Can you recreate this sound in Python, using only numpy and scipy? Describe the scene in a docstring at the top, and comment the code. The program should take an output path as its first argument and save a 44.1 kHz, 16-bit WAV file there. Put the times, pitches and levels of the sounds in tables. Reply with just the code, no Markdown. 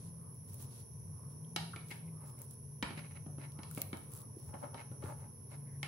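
"""Hands tuck the strands of a stiff synthetic rope above a table, close to a phone in a small room. From the
start a low hum wavers, the microphone hisses, and fibres pulled through the knot crackle and soon snap. Near
1.5 s tight strands squeak by stick-slip friction and loose ends begin to knock on the table, exciting its
modes; from 1.9 s they also drag over it. A heavy knock near 2.8 s ends in a low thump, dull pushes of the hands
fall between 4.3 and 5 s, and a last knock comes at 5.8 s."""
import sys
import numpy as np
from scipy import signal
from scipy.fft import rfft, irfft, next_fast_len
from scipy.io import wavfile

SR = 44100
rng = np.random.default_rng(int(sys.argv[2]) if len(sys.argv) > 2 else 0)


def to_wav(s):
    """Save 16-bit WAV."""
    ch = np.atleast_2d(s).T  # columns
    pcm = np.round(np.clip(ch, -1, 1) * 32767)  # PCM
    wavfile.write(sys.argv[1], SR, pcm.astype(np.int16))


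N = 258867
TIME = np.arange(N) / SR

# Spectra of the rumble, room air and hiss. Each row: frequency in Hz, relative density in dB.
RUMBLE_SPECTRUM = [(20, -42), (45, -25), (65, -2.5), (85, 10), (97, 7), (108, 10), (122, 8), (140, 9),
                   (165, 9), (185, -7), (260, -61)]
AIR_SPECTRUM = [(100, -5.5), (180, -1), (202, 2.5), (225, 5.5), (330, -4), (430, 1.5), (600, -8.5),
                (760, -15), (1020, -7), (1250, -24.5), (1700, -26.5), (2250, -30), (3500, -60), (8000, -51)]
HISS_SPECTRUM = [(2500, -29.5), (4300, -34.5), (5200, -25.5), (6300, -30), (7400, -37.5), (8700, -28.5),
                 (9600, -11.5), (10500, 2), (11300, -9.5), (11900, -32), (15800, -31)]
# Envelopes of the rumble and room air. Each row: time in seconds, relative level in dB.
RUMBLE_LEVELS = [(0.0, -56.5), (0.42, -59.5), (0.52, -49), (0.57, -62), (1.08, -51), (1.16, -57.5),
                 (2.65, -59), (3.37, -54.5), (3.43, -65), (3.6, -53.5), (4.41, -59), (4.5, -48),
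                 (4.59, -58.5), (4.98, -60), (5.05, -49), (5.48, -63), (5.74, -55.5), (5.87, -63)]
AIR_LEVELS = [(0, -60), (.42, -64), (.63, -60), (.92, -64), (1.25, -61), (2.25, -61), (2.7, -64),
              (4.15, -60.5), (5.35, -62.5), (5.87, -61.5)]
# The hum's wavering tone. Each row: time in seconds, frequency in Hz, relative level in dB.
DRONE_PATH = [(0, 165.3, -52), (0.481, 158.5, -60), (.57, 126.5, -59), (.8, 142.8, -53), (1.1, 158.7, -55),
              (1.2, 126.3, -60), (1.501, 166.2, -46.5), (1.85, 163, -54.5), (2.13, 162.9, -49),
              (2.38, 129.9, -56.5), (2.899, 150, -55.5), (3.18, 160.7, -55), (3.38, 141, -49),
              (3.52, 142, -59), (3.65, 156.9, -53.5), (4.0, 144.5, -52.5), (4.249, 129, -62.5),
              (4.5, 142.7, -53), (4.8, 138.9, -68), (4.93, 136, -45.5), (5.4, 143.8, -69),
              (5.699, 143, -47)]
# The hum's nearly steady tones. 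Each row: frequency in Hz, relative level in dB.
HUM_TONES = [(120, -57.5), (143, -59.5), (201, -68)]
# The whistle in the hiss. Each row: time in seconds, centre frequency in Hz, level in dB.
WHISTLE_PATH = [(0, 5890, -71), (.28, 5740, -78), (.6, 5700, -71), (1.051, 5880, -71.5), (1.269, 5670, -74),
                (1.5, 5865, -71), (2.1, 5720, -75.5), (2.32, 5513, -74), (2.6, 5790, -74.5),
                (3.1, 5930, -73), (3.6, 5700, -72), (4.08, 5805, -75.5), (4.5, 5694, -71),
                (5.1, 5880, -71.5), (5.55, 5680, -76), (5.87, 5824, -72.5)]
# Pulls through knot and fingers. Each row: start and length in seconds, relative crackle and swish in dB.
PULLS = [(0.0, 0.089, -84, -71), (0.345, .012, -73, -90), (0.49, 0.063, -65, -73.5),
         (0.598, 0.047, -62.5, -66), (0.715, 0.098, -75, -67.5), (1.308, 0.017, -73, -79),
         (1.89, 0.068, -67, -69), (2.265, 0.038, -66.5, -73), (2.39, 0.059, -68, -76),
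         (2.508, .03, -70, -75), (3.70, 0.069, -69, -73), (3.775, 0.044, -61, -62.5),
         (3.86, 0.19, -72, -87), (4.13, 0.069, -57.5, -69), (4.39, 0.11, -69, -76.5),
         (4.595, 0.045, -73, -74), (5.035, 0.082, -70, -71), (5.19, .03, -75, -79),
         (5.515, 0.036, -87, -69.5)]
# Spectra of fibres and of sliding skin. Each row: frequency in Hz, relative density in dB.
CRACKLE_SPECTRUM = [(1500, -11), (4000, -18), (7500, -4.5), (10000, 2.5), (13000, -2), (16000, 0)]
SWISH_SPECTRUM = [(600, 10), (2000, -1.5), (4500, 5.5), (8000, 3), (11000, 10), (15000, -12)]
# The room's tail. Each row: low and high edge in Hz, gain in dB, 60 dB decay time in seconds.
ROOM_BANDS = [(99, 740, -5.5, 0.36), (578, 1760, 0.5, 0.39), (2210, 5050, -3.5, 0.49),
              (4870, 15500, -8.5, 0.45)]
# Swells in the room air. Each row: start in seconds, length in seconds, level in dB.
SWELLS = [(.22, 0.085, -70), (.6, 0.096, -74.5), (1.14, 0.2, -72.5), (2.17, 0.17, -69.5), (3.6, 0.064, -62),
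          (4.12, 0.12, -68)]
# Fibres snapping past each other. Each row: start in seconds, relative tick and crack levels in dB.
SNAPS = [(0.543, -57.5, -73), (1.8858, -70, -66), (2.39, -63, -71), (2.4175, -54.5, -73),
         (2.5096, -61, -80), (3.52, -86, -65.5), (3.7124, -56, -64), (3.749, -54.5, -62),
         (3.7623, -60, -72), (3.7805, -54, -68), (3.8171, -40, -46), (3.9712, -61, -61), (4.2165, -63, -67)]
# Tight strands squeaking. Each row: start and length in seconds, pitch in Hz, level in dB.
SQUEAKS = [(1.443, 0.01, 3300, -69), (1.731, 0.0126, 1345, -47.5), (1.743, 0.009, 1610, -60),
           (1.81, 0.0082, 4177, -69), (2.071, .025, 2260, -71.5), (3.71, 0.0089, 1442, -59.5),
           (5.643, .15, 1914, -73.5)]
# Rope ends and fingers striking the table; harder contact is brighter, and some spots ring more hollow.
# Each row: start in seconds, relative level in dB, brightness in dB per octave, hollow ring in dB.
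KNOCKS = [(1.56, -39.5, 1, -4.5), (1.759, -55, -1.5, 4.5), (1.911, -55, -1, 3), (2.824, -41, -1.9, -1.5),
          (2.828, -49, -2, 7.5), (2.904, -54, -4.5, -2), (2.972, -61, -6.5, 0), (3.261, -66.5, -9.5, -4.5),
          (3.381, -63.5, -8, -15), (3.587, -59.5, -6, 0.5), (3.631, -59, 1, -2), (3.773, -52, -5, 1),
          (3.816, -66, -4, 9.5), (3.928, -49.5, -5, 1), (4.538, -62.5, -6.5, 1), (4.635, -64, -6, 2.5),
          (4.742, -57, -2.5, -4.5), (4.913, -66, -8, -11), (5.021, -67.5, -6, 4), (5.036, -58.5, -6, -6),
          (5.828, -48, 1.2, 5.5)]
# A knock's thud, body, hollow ring, clack and click. Each row: low and high edge in Hz, trim in dB.
KNOCK_BANDS = [(165, 656, -4.5), (691.5, 1380, -4.5), (1750, 2420, -1.2), (2510, 5090, -0.9),
               (5200, 11500, -6.5)]
# The table top's modes. Each row: frequency in Hz, relative level in dB, 60 dB decay time in seconds.
TABLE_MODES = [(211, 6, 0.027), (281.4, 2, 0.05), (350, 0.5, 0.029), (506, -1.5, 0.026), (854, -1.5, 0.037),
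               (940, -7, 0.082), (1310, -13.5, 0.027), (1400, 12, 0.0062), (1844, -0.5, 0.025),
               (2199, 6.5, 0.04), (2250, 11, 0.0075), (2653, 1.5, 0.031), (2944, -0.5, 0.049),
               (3095, 13, 0.0076), (3943, 1.5, 0.035), (5100, 0.5, 0.018), (5570, 3, 0.011),
               (9000, -18, 0.01)]
# Rope strokes over the table. Each row: start and length in seconds, relative body and scratch in dB.
DRAGS = [(1.912, 0.011, -80, -44.5), (2.21, .09, -63, -72), (2.385, 0.036, -66, -70),
         (2.858, .015, -70, -64), (2.979, 0.017, -58, -46.5), (3.04, 0.032, -64, -59.5),
         (3.11, 0.013, -67, -58), (3.162, 0.011, -60.5, -53.5), (3.405, 0.052, -59.5, -55),
         (4.487, .02, -60.5, -73), (4.543, 0.019, -46.5, -66), (4.63, 0.024, -44.5, -64),
         (4.67, 0.015, -58, -73), (4.745, 0.0059, -46.5, -82), (4.778, 0.035, -53, -52),
         (5.027, 0.036, -53, -66), (5.08, 0.046, -48, -63), (5.19, 0.069, -60, -72),
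         (5.518, .03, -57, -59.5)]
# Spectra of a drag's dull body and dry scratch. Each row: frequency in Hz, relative density in dB.
BODY_SPECTRUM = [(150, -42), (280, -4), (420, -22), (560, 7), (720, -7), (860, 1.5), (1100, -6.5),
                 (1500, -9), (2200, -32), (4000, -52)]
SCRATCH_SPECTRUM = [(800, -23.5), (1500, -2.5), (1950, -1), (2280, 6.5), (2600, 0.5), (2950, -2.5),
                    (3400, -11.5), (3850, -7), (4400, -11), (9000, -22), (14000, -29)]
# Dull low pulses: the first is the low thump of the knock at 2.82 s, the rest are hands pushing on knot and
# table. Each row: centre in seconds, frequency in Hz, relative level in dB.
BUMPS = [(2.845, 63.7, -47), (4.371, 361, -42), (4.641, 556, -42), (4.913, 134.1, -38), (5.041, 420, -38)]


def undb(db):
    """Amplitude grows tenfold for every 20 dB."""
    return 10 ** (np.asarray(db) / 20)


def unit(x):
    """Normalisation brings the rms to 1."""
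    return x / np.sqrt(np.mean(x ** 2) + 1e-20)


def envelope(rows):
    """Interpolation in decibels gives a gain for each sample."""
    s, db = np.transpose(rows)
    return undb(np.interp(TIME, s, db))


def colour(x, spectrum):
    """Filtering multiplies a sound's spectrum by a gain curve."""
    hz, db = np.transpose(spectrum)
    size = next_fast_len(x.shape[-1], True)
    bin_hz = np.maximum(np.arange(size // 2 + 1) * SR / size, 1)
    response = undb(np.interp(np.log(bin_hz), np.log(hz), db))
    return irfft(rfft(x, size) * response, size)[..., :x.shape[-1]]


def band(x, lo_hz, hi_hz, order=3):
    """A causal band-pass attenuates what lies outside its edges."""
    sos = signal.butter(order, [lo_hz, min(hi_hz, SR / 2 - 1)], "band", fs=SR, output="sos")
    return signal.sosfilt(sos, x)


def spread(pair, correlation, pan_db):
    """The sum and difference of independent signals give partly correlated left and right."""
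    mid = np.sqrt((1 + correlation) / 2) * pair[0]
    side = np.sqrt((1 - correlation) / 2) * pair[1]
    return np.array([(mid + side) * undb(pan_db / 2), (mid - side) * undb(-pan_db / 2)])


def noise(size=N):
    """Independent samples give two white noises."""
    return rng.standard_normal((2, size))


def narrow_noise(hz, width_hz, correlation, pan_db):
    """Modulation shifts low-passed noise to a centre frequency that may move."""
    lowpass = signal.butter(2, width_hz / 2, fs=SR, output="sos")
    baseband = signal.sosfilt(lowpass, noise(len(hz)) + 1j * noise(len(hz)))
    carrier = np.exp(2j * np.pi * np.cumsum(hz) / SR)
    return unit(spread(np.real(baseband * carrier), correlation, pan_db))


def wander(per_s):
    """Interpolated random values drift with a spread near 1."""
    points = rng.standard_normal(1024)
    return np.interp(TIME * per_s, np.arange(len(points)), points)


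def slips(per_s, scatter_db):
    """Stick-slip friction releases impulses of random size at random moments."""
    sizes = undb(scatter_db * np.minimum(rng.exponential(size=N), 4))
    return unit(noise() * sizes * (rng.random(N) < per_s / SR))


def strokes(rows, attack_s, release_s):
    """Each stroke rises exponentially, holds and decays; every dB column yields one envelope."""
    total = 0
    for s, length, *db in rows:
        outside = np.maximum(s - TIME, 0) / attack_s + np.maximum(TIME - s - length, 0) / release_s
        total = total + undb(db)[:, None] * np.exp(-np.minimum(outside, 20))
    return total


def add(out, s, x):
    """By superposition, a short sound joins the mix at s seconds."""
    i = max(int(s * SR), 0)
    out[:, i:i + x.shape[1]] += x[:, :N - i]


def hum():
    """A resonant rumble, soft room air and low tones superpose; one tone wavers in pitch and level."""
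    rumble = unit(colour(spread(noise(), correlation=0.95, pan_db=2.5), RUMBLE_SPECTRUM)) * undb(0.9)
    boom = narrow_noise(np.full(N, 95.8), width_hz=14.2, correlation=0.99, pan_db=-0.3) * undb(-0.5)
    s, hz, db = np.transpose(DRONE_PATH)
    phase = 2 * np.pi * np.cumsum(np.interp(TIME, s, hz) + 2.0 * wander(per_s=25)) / SR
    tones = np.sqrt(2) * np.sin(phase) * undb(np.interp(TIME, s, db) - 0.66 + 4.0 * wander(per_s=14))
    for hz, db in HUM_TONES:
        phase = 2 * np.pi * np.cumsum(hz + 1.27 * wander(per_s=6)) / SR
        tones = tones + np.sqrt(2) * np.sin(phase) * undb(db)
    air = unit(colour(spread(noise(), correlation=0.58, pan_db=-1.8), AIR_SPECTRUM))
    lows = (rumble + boom) * envelope(RUMBLE_LEVELS) + tones * undb([[.8], [-.8]])
    return lows + air * envelope(AIR_LEVELS)


def hiss():
    """The microphone's self-noise has a narrow treble peak, with a faint whistle wavering below it."""
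    s, hz, db = np.transpose(WHISTLE_PATH)
    whistle = narrow_noise(np.interp(TIME, s, hz), width_hz=520, correlation=0.036, pan_db=-5.5)
    treble = unit(colour(spread(noise(), correlation=0.032, pan_db=-2.0), HISS_SPECTRUM))
    return whistle * undb(np.interp(TIME, s, db)) + treble * undb(-57.5)


def rustle():
    """Friction: sparse slips of fibres crackle, while dense slips of skin merge into a swish."""
    crackle_gain, swish_gain = strokes(PULLS, attack_s=0.017, release_s=0.018)
    fibres = unit(colour(slips(per_s=900, scatter_db=2.5), CRACKLE_SPECTRUM))
    skin = unit(colour(slips(per_s=9000, scatter_db=1.5), SWISH_SPECTRUM))
    return fibres * crackle_gain * undb(5.0) + skin * swish_gain * undb(4.0)


def reverberation(x):
    """Diffuse wall reflections decay exponentially; each call draws the tail of another source position."""
    t = np.arange(SR * 2 // 5) / SR
    onset = 1 - np.exp(-t / 0.0014)
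    tail = 0
    for lo_hz, hi_hz, db, t60 in ROOM_BANDS:
        diffuse = spread(noise(len(t)), correlation=min(250 / lo_hz, .75), pan_db=-1.1)
        echoes = unit(band(diffuse, lo_hz, hi_hz) * undb(-60 * t / t60) * onset)
        unity_gain = np.sqrt(2 * (hi_hz - lo_hz) / SR / len(t))
        tail = tail + echoes * unity_gain * undb(db)
    return signal.fftconvolve(x, tail, axes=1)


def swells():
    """Slow amplitude modulation makes the midrange of the room air rise and fall."""
    midrange = narrow_noise(np.full(N, 1088), width_hz=346, correlation=0.13, pan_db=-1.0)
    return midrange * strokes(SWELLS, attack_s=.04, release_s=.04)[0]


def snaps():
    """Sudden release of a taut fibre radiates a broadband transient: a bright tick over a lower crack."""
    out, t = np.zeros((2, N)), np.arange(SR // 60) / SR
    decay = np.exp(-t / 0.0004) + undb(-3) * np.exp(-t / 0.0022)  # release, then scatter off hands and table
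    for s, tick_db, crack_db in SNAPS:
        release = noise(len(t)) * decay
        tick = unit(band(release, 8500, 15800, order=2))
        crack = unit(band(release, 3800, 10000, order=2))
        add(out, s, tick * undb(tick_db + 3.5) + crack * undb(crack_db - 2.0))
    return out * undb([[.6], [-.6]])


def squeaks():
    """Strands under tension stick and slip almost periodically, giving a short, rough pitch."""
    out = np.zeros((2, N))
    for s, length, hz, db in SQUEAKS:
        size = int(length * SR)
        tone = narrow_noise(np.full(size, hz), width_hz=455, correlation=0.36, pan_db=0.5)
        add(out, s, tone * signal.windows.tukey(size) * undb(db))
    return out


def table_ring(t, detune):
    """The table's impulse response sums damped modes; the higher ones differ in phase at each microphone."""
    ring = 0
    for hz, db, t60 in TABLE_MODES:
        phase = rng.standard_normal((2, 1)) * min(hz / 2200, 2)
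        mode_hz = hz * (1 + detune * rng.standard_normal())
        ring = ring + undb(db - 60 * t / t60) * np.sin(2 * np.pi * mode_hz * t + phase)
    return ring


def knocks():
    """An impact excites the table's modes and a clatter of fibres; mostly the clatter reaches the walls."""
    out, t = np.zeros((2, N)), np.arange(SR // 10) / SR
    pivot_hz, hollow_hz = 1500, 2200
    attack = slice(0, SR // 60)
    onset = 1 - np.exp(-t / 0.00019)
    for s, db, brightness, hollow_db in KNOCKS:
        clatter = spread(noise(len(t)), correlation=0.27, pan_db=-0.2) * np.exp(-t / 0.0026) * undb(15.0)
        ring = table_ring(t, detune=0.0091)
        paths = np.array([clatter + ring, clatter * undb(-1) + ring * undb(-5.5)]) * onset
        knock = 0
        for lo_hz, hi_hz, trim_db in KNOCK_BANDS:
            part = band(paths, lo_hz, hi_hz)
            attack_rms = np.std(part[..., attack], axis=(1, 2), keepdims=True)
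            octaves = np.log2(np.sqrt(lo_hz * hi_hz) / pivot_hz)
            shape_db = trim_db + brightness * octaves + hollow_db * (lo_hz < hollow_hz < hi_hz)
            knock = knock + part / attack_rms * undb(db + shape_db)
        direct, to_walls = knock
        landing = s + .0015  # the soft fibres give before the core hits
        add(out, landing, direct * undb([[1.0], [-.2]]))
        add(out, landing, reverberation(to_walls) * undb(2.5))
    return out


def drags():
    """Sliding friction: the rope's dense slips, mostly heard direct, drive the table's modes faintly."""
    body_gain, scratch_gain = strokes(DRAGS, attack_s=0.0078, release_s=0.0091)
    grains = spread(slips(per_s=1400, scatter_db=-3.0), correlation=0.24, pan_db=2.0)
    response = table_ring(np.arange(SR // 8) / SR, detune=0.0088)
    ring = unit(signal.fftconvolve(grains, response, axes=1)[:, :N])
    rub = grains + undb(-10) * ring
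    body = unit(colour(rub, BODY_SPECTRUM)) * body_gain * undb(-2.5)
    scratch = unit(colour(rub, SCRATCH_SPECTRUM)) * scratch_gain * undb(-5.0)
    return body + scratch


def bumps():
    """A smooth force lacks high frequencies, so a soft push or thump gives only two or three dull cycles."""
    out, t = np.zeros((2, N)), np.arange(-SR // 20, SR // 20) / SR
    for s, hz, db in BUMPS:
        push = np.sin(2 * np.pi * hz * t) * np.exp(-(t * hz / 1.1) ** 2)
        add(out, s + t[0], push * undb(db) * undb([[.8], [-.8]]))
    return out


def scene():
    """Direct and reflected rope sounds superpose on hum and hiss; the fine fibres are close and drier."""
    rubbing = drags() + squeaks() + bumps()
    fibres = rustle() + snaps()
    walls = reverberation(rubbing * undb(-5) + fibres * undb(-7))[:, :N]
    return knocks() + rubbing + fibres + walls + hum() + swells() + hiss()


def record(dry):
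    """The phone's limited bandwidth removes the deepest bass and the highest treble."""
    highpass = signal.butter(2, 32, "high", fs=SR, output="sos")
    lowpass = signal.ellip(10, .2, 70, 15750, fs=SR, output="sos")
    return signal.sosfilt(lowpass, signal.sosfilt(highpass, dry))


dry = scene()
out = record(dry)
to_wav(out)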